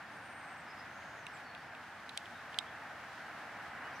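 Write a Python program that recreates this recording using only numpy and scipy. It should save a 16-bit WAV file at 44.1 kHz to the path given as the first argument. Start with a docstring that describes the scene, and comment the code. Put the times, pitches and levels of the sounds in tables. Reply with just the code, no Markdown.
"""A steady, far rush of wind or traffic across a meadow, over a low rumble and a faint hiss of leaves.
From the trees at the edge of the wood small birds give thin, high whistles, some of them trilled,
which trunks and foliage scatter into a short tail. Midway, right beside the microphone, the camera
is handled: its housing clicks, rings and rattles a few times, and the last click is the loudest."""
import sys
import numpy as np
from scipy import signal
from scipy.fft import rfft, irfft
from scipy.io import wavfile

SR = 44100
rng = np.random.default_rng(int(sys.argv[2]) if len(sys.argv) > 2 else 0)


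def to_wav(sig):
    """Store sig (one row per channel, or 1-D mono) as 16-bit WAV at the path in sys.argv[1].

    Samples outside -1..1 are clipped; the rate is SR.
    """
    pcm = np.clip(np.atleast_2d(sig), -1, 1) * 32767
    pcm = np.round(pcm).astype(np.int16)
    wavfile.write(sys.argv[1], SR, pcm.T)  # frames by channels


N = 176400
T = np.arange(N) / SR


def from_db(db):
    """Decibels to gain."""
    return 10 ** (np.asarray(db) / 20)


def rms_one(x):
    """Scale to rms 1."""
    return x / np.sqrt(np.mean(x ** 2) + 1e-20)


def at_hz(points, hz):
    """Read a table on a log-frequency axis."""
    points_hz, values = np.transpose(points)
    return np.interp(np.log(np.maximum(hz, 1)), np.log(points_hz), values)


def drift(rate_hz):
    """A smooth random wander of rms 1, mostly slower than rate_hz."""
    pole = np.exp(-2 * np.pi * rate_hz / SR)
    return rms_one(signal.lfilter([1], [1, -2 * pole, pole * pole], rng.standard_normal(N + SR))[SR:])


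def band_noise(shape, low_hz, high_hz):
    """Band-passed noise of rms 1."""
    band = signal.butter(2, [low_hz, high_hz], "band", fs=SR, output="sos")
    return rms_one(signal.sosfilt(band, rng.standard_normal(shape)))


def air(colour, levels, waver_db, waver_hz):
    """Open-air noise, near mono in the bass and wide in the treble, wavering about its level."""
    # How alike the two sides of the microphone are: frequency_hz, correlation
    likeness = [(60, 0.99), (130, 0.99), (260, 0.93), (500, 0.84), (900, 0.94), (1700, 0.96), (3000, 0.59),
                (6000, 0.23), (12000, 0.074)]
    hz = np.fft.rfftfreq(N, 1 / SR)
    top_hz = 2 * colour[-1][0]
    gain = from_db(at_hz(colour, hz)) / np.sqrt(1 + (hz / top_hz) ** 4) * hz / (hz + 10)
    alike = at_hz(likeness, hz)
    mid, side = irfft(rfft(rng.standard_normal((2, N))) * gain * np.sqrt([1 + alike, 1 - alike]), N)
    level_db = np.interp(T, *np.transpose(levels)) + waver_db * drift(waver_hz)
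    return rms_one(np.array([mid + side, mid - side])) * from_db(level_db)


def far_rush():
    """Wind or traffic a long way off: midrange noise that lifts a little towards the end."""
    # Spectrum of the rush: frequency_hz, relative_db
    colour = [(250, -32.5), (420, -13.5), (560, -8.5), (690, -3), (810, -1), (950, -4.5), (1200, -4),
              (1550, -0.5), (1800, -3), (2200, -8.5), (2800, -15.5), (3600, -34), (6000, -40)]
    # Its level at the microphone: time_s, level_db
    levels = [(0, -49.5), (.85, -49), (1.5, -50), (2.0, -50.5), (2.3, -50.5), (2.75, -48), (3.05, -48),
              (3.45, -48.5), (3.62, -46), (3.72, -47.5), (4, -45.5)]
    return air(colour, levels, waver_db=0.43, waver_hz=3.6)


def low_rumble():
    """A quiet, even bed of bass noise under the rush."""
    # Spectrum of the rumble: frequency_hz, relative_db
    colour = [(20, -30), (32, -43), (50, -13.5), (80, -2.5), (130, 0), (180, -2), (240, 0), (320, -1.5),
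              (420, -12), (600, -12.5)]
    # Its level at the microphone: time_s, level_db
    levels = [(0, -61), (.85, -60), (1.6, -61.5), (2.2, -62), (2.8, -60), (3.3, -60), (4, -59)]
    return air(colour, levels, waver_db=0.5, waver_hz=3.7)


def leaves():
    """Foliage at the edge of the wood: a faint, wide hiss."""
    # Spectrum of the hiss: frequency_hz, relative_db
    colour = [(1800, -13.5), (3000, 3.5), (4200, -0.5), (5500, -4), (7000, -9), (9000, -12), (12000, -17),
              (16000, -23.5)]
    # Its level at the microphone: time_s, level_db
    levels = [(0, -64.5), (1.0, -64.5), (2.0, -63), (2.7, -63), (3.4, -61.5), (4, -62.5)]
    return air(colour, levels, waver_db=0.95, waver_hz=6.6)


def birds(trill_hz=55):
    """Thin whistles from the trees glide along an arc, flutter, swell and fade; some pulse in a trill."""
    # Bird notes: start_s, length_s, first_hz, middle_hz, last_hz, level_db, flutter_hz, trill_depth
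    notes = [(0.09, 0.27, 8920, 8880, 8700, -76, 25, 0), (0.234, 0.22, 8800, 8720, 8400, -70.5, 45, 0.2),
             (0.411, 0.15, 8460, 8380, 8130, -70, 130, .5), (0.565, 0.057, 8450, 8170, 8120, -71, 70, .3),
             (.665, 0.06, 5450, 5200, 4900, -71, 210, 0), (0.7, 0.023, 4920, 5040, 5250, -64, 32, 0),
             (0.763, 0.055, 5350, 5100, 4850, -69, 200, 0), (0.786, .035, 4820, 5070, 5200, -65, 30, 0),
             (0.85, .31, 6200, 6470, 6500, -73.5, 220, 0.1),
             (1.135, 0.115, 6870, 6450, 5900, -72.5, 240, 0), (1.21, .15, 6000, 5500, 5200, -75, 200, 0),
             (1.327, .05, 8550, 7720, 7440, -68, 60, 0), (1.332, 0.066, 2334, 2412, 2460, -61.5, 13, 0),
             (1.437, 0.1, 4600, 4380, 4470, -65.5, 70, .9), (1.532, 0.11, 4470, 4520, 4550, -69.5, 90, .7),
             (1.56, .2, 5400, 5200, 4900, -77, 260, .5), (2.334, 0.07, 3720, 3700, 3900, -66, 210, 0.2),
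             (2.655, 0.045, 3200, 3320, 3550, -61, 140, 0.2), (3.83, 0.056, 2800, 2930, 2800, -62.5, 25, 0),
             (3.902, .05, 4950, 4720, 5000, -75, 60, 0), (3.943, .037, 5050, 5920, 5200, -66.5, 90, 0)]
    calls = np.zeros(N)
    for start_s, length_s, first_hz, middle_hz, last_hz, level_db, flutter_hz, trill_depth in notes:
        progress = np.clip((T - start_s) / length_s, 0, 1)
        arc = np.polyfit([0, .5, 1], [first_hz, middle_hz, last_hz], 2)
        pitch_hz = np.polyval(arc, progress) + flutter_hz * drift(rate_hz=467)
        whistle = np.sqrt(2) * np.sin(2 * np.pi * np.cumsum(pitch_hz) / SR)
        swell = np.abs(np.sin(np.pi * progress)) ** 0.44   # starts quickly and holds evenly
        pulses = 1 - trill_depth * np.cos(np.pi * trill_hz * (T - start_s)) ** 2
        calls += from_db(level_db) * swell * pulses * whistle
    waver_db = 0.8 * drift(rate_hz=57)   # the calls waver on their way through the air
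    return calls * from_db(waver_db)


def wood(calls, gain_db=-3, t60_s=0.2):
    """Trunks and foliage scatter a diffuse tail, different on each side of the microphone."""
    tail = rng.standard_normal((2, SR)) * from_db(-60 * T[:SR] / t60_s)
    response = from_db(gain_db) * rms_one(tail) / np.sqrt(SR)
    return signal.fftconvolve(calls[None], response, axes=1)[:, :N]


def housing_clicks():
    """Close to the microphone each contact cracks, rattles and rings the camera housing's damped modes."""
    # Contacts, each coloured by the spot that is touched:
    # start_s, gain_db, left_minus_right_db, body_db, treble_db, pitch_ratio, left_lag_ms
    contacts = [(1.267, -39.5, -1, 14.5, 2.5, 1.02, 0.0028), (1.373, -54, 0, 8, 2, 0.96, 0.0094),
                (1.5495, -41.5, 2, 15.5, -6, 1.01, 0), (1.75, -47.5, 3, 13, -6, 1.02, 0),
                (2.0929, -38, -5, 7, -4.5, 1.08, 0.017), (2.0964, -42, -10, 2, -7, 1.05, 0.028),
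                (2.175, -26.5, -1.5, 4, 4, 0.98, 0.016), (2.1764, -33.5, -4, 6, -6, 1.2, 0.016),
                (2.2570, -42.5, -1, 3, -9, 0.92, 0), (2.531, -45, -3, 4, -6, 0.87, 0),
                (2.5437, -37, -2, 5, -8, 0.97, 0), (2.5877, -17, -7, -2.5, -2, 0.99, 0.01)]
    # Modes of the housing: pitch_hz, relative_db, rise_s
    modes = [(2410, -15.5, 0.00074), (2640, -16, 0.0013), (3190, -9.5, 0.00041), (3460, -1, 0.0006),
             (3960, -23, 0.00056), (3660, -32, 0.005), (5420, -17.5, 0.00048), (5760, -15.5, 0.00044),
             (8320, -13, 0.00039), (9300, -16, 0.00033), (10800, -24, 0.00032), (13500, -35, .0002)]
    rattle_db, rattle_rise_s, rattle_t60_s = -10.5, 0.00099, 0.012
    crack_db, crack_t60_s = -16.5, 0.005
    body_below_hz, treble_from_hz, scatter_db = 2900, 4300, 2.5
    detune = 1 + 0.032 * np.array([[-1], [1]])   # the two sides of the housing ring slightly apart
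    out, t = np.zeros((2, N + SR)), T[:SR // 10]
    rattle_envelope = from_db(rattle_db - 60 * t / rattle_t60_s) * (1 - np.exp(-t / rattle_rise_s))
    crack_envelope = from_db(crack_db - 60 * t / crack_t60_s)
    for start_s, gain_db, pan_db, body_db, treble_db, pitch_ratio, left_lag_ms in contacts:
        rattle = rattle_envelope * band_noise((2, len(t)), low_hz=2220, high_hz=5360)
        crack = from_db(treble_db) * crack_envelope * band_noise(len(t), low_hz=3200, high_hz=6500)
        age_s = np.maximum(t - np.array([[left_lag_ms], [0]]) / 1000, 0)
        ring = np.zeros((2, len(t)))
        for mode_hz, mode_db, rise_s in modes:
            colour_db = body_db * (mode_hz < body_below_hz) + treble_db * (mode_hz > treble_from_hz)
            strength = from_db(mode_db + colour_db + scatter_db * rng.standard_normal((2, 1)))
            pitch_hz = mode_hz * pitch_ratio * (detune if mode_hz < treble_from_hz else 1)
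            envelope = age_s / rise_s * np.exp(1 - age_s / rise_s)
            ring += strength * envelope * np.sin(2 * np.pi * pitch_hz * age_s)
        pan = from_db(np.array([[pan_db], [-pan_db]]) / 2)
        onset = int(start_s * SR)
        out[:, onset:onset + len(t)] += from_db(gain_db) * pan * (crack + rattle + ring)
    return out[:, :N]


def scene():
    """The meadow all around, birds in the trees at centre and clicks beside the microphone."""
    meadow = low_rumble() + far_rush() + leaves()
    calls = birds()
    return meadow + calls + wood(calls) + housing_clicks()


def record(dry):
    """The top of the treble is cut steeply."""
    cutoff_hz = 15800
    return signal.sosfilt(signal.ellip(12, .1, 70, cutoff_hz, fs=SR, output="sos"), dry)


dry = scene()
out = record(dry)
to_wav(out)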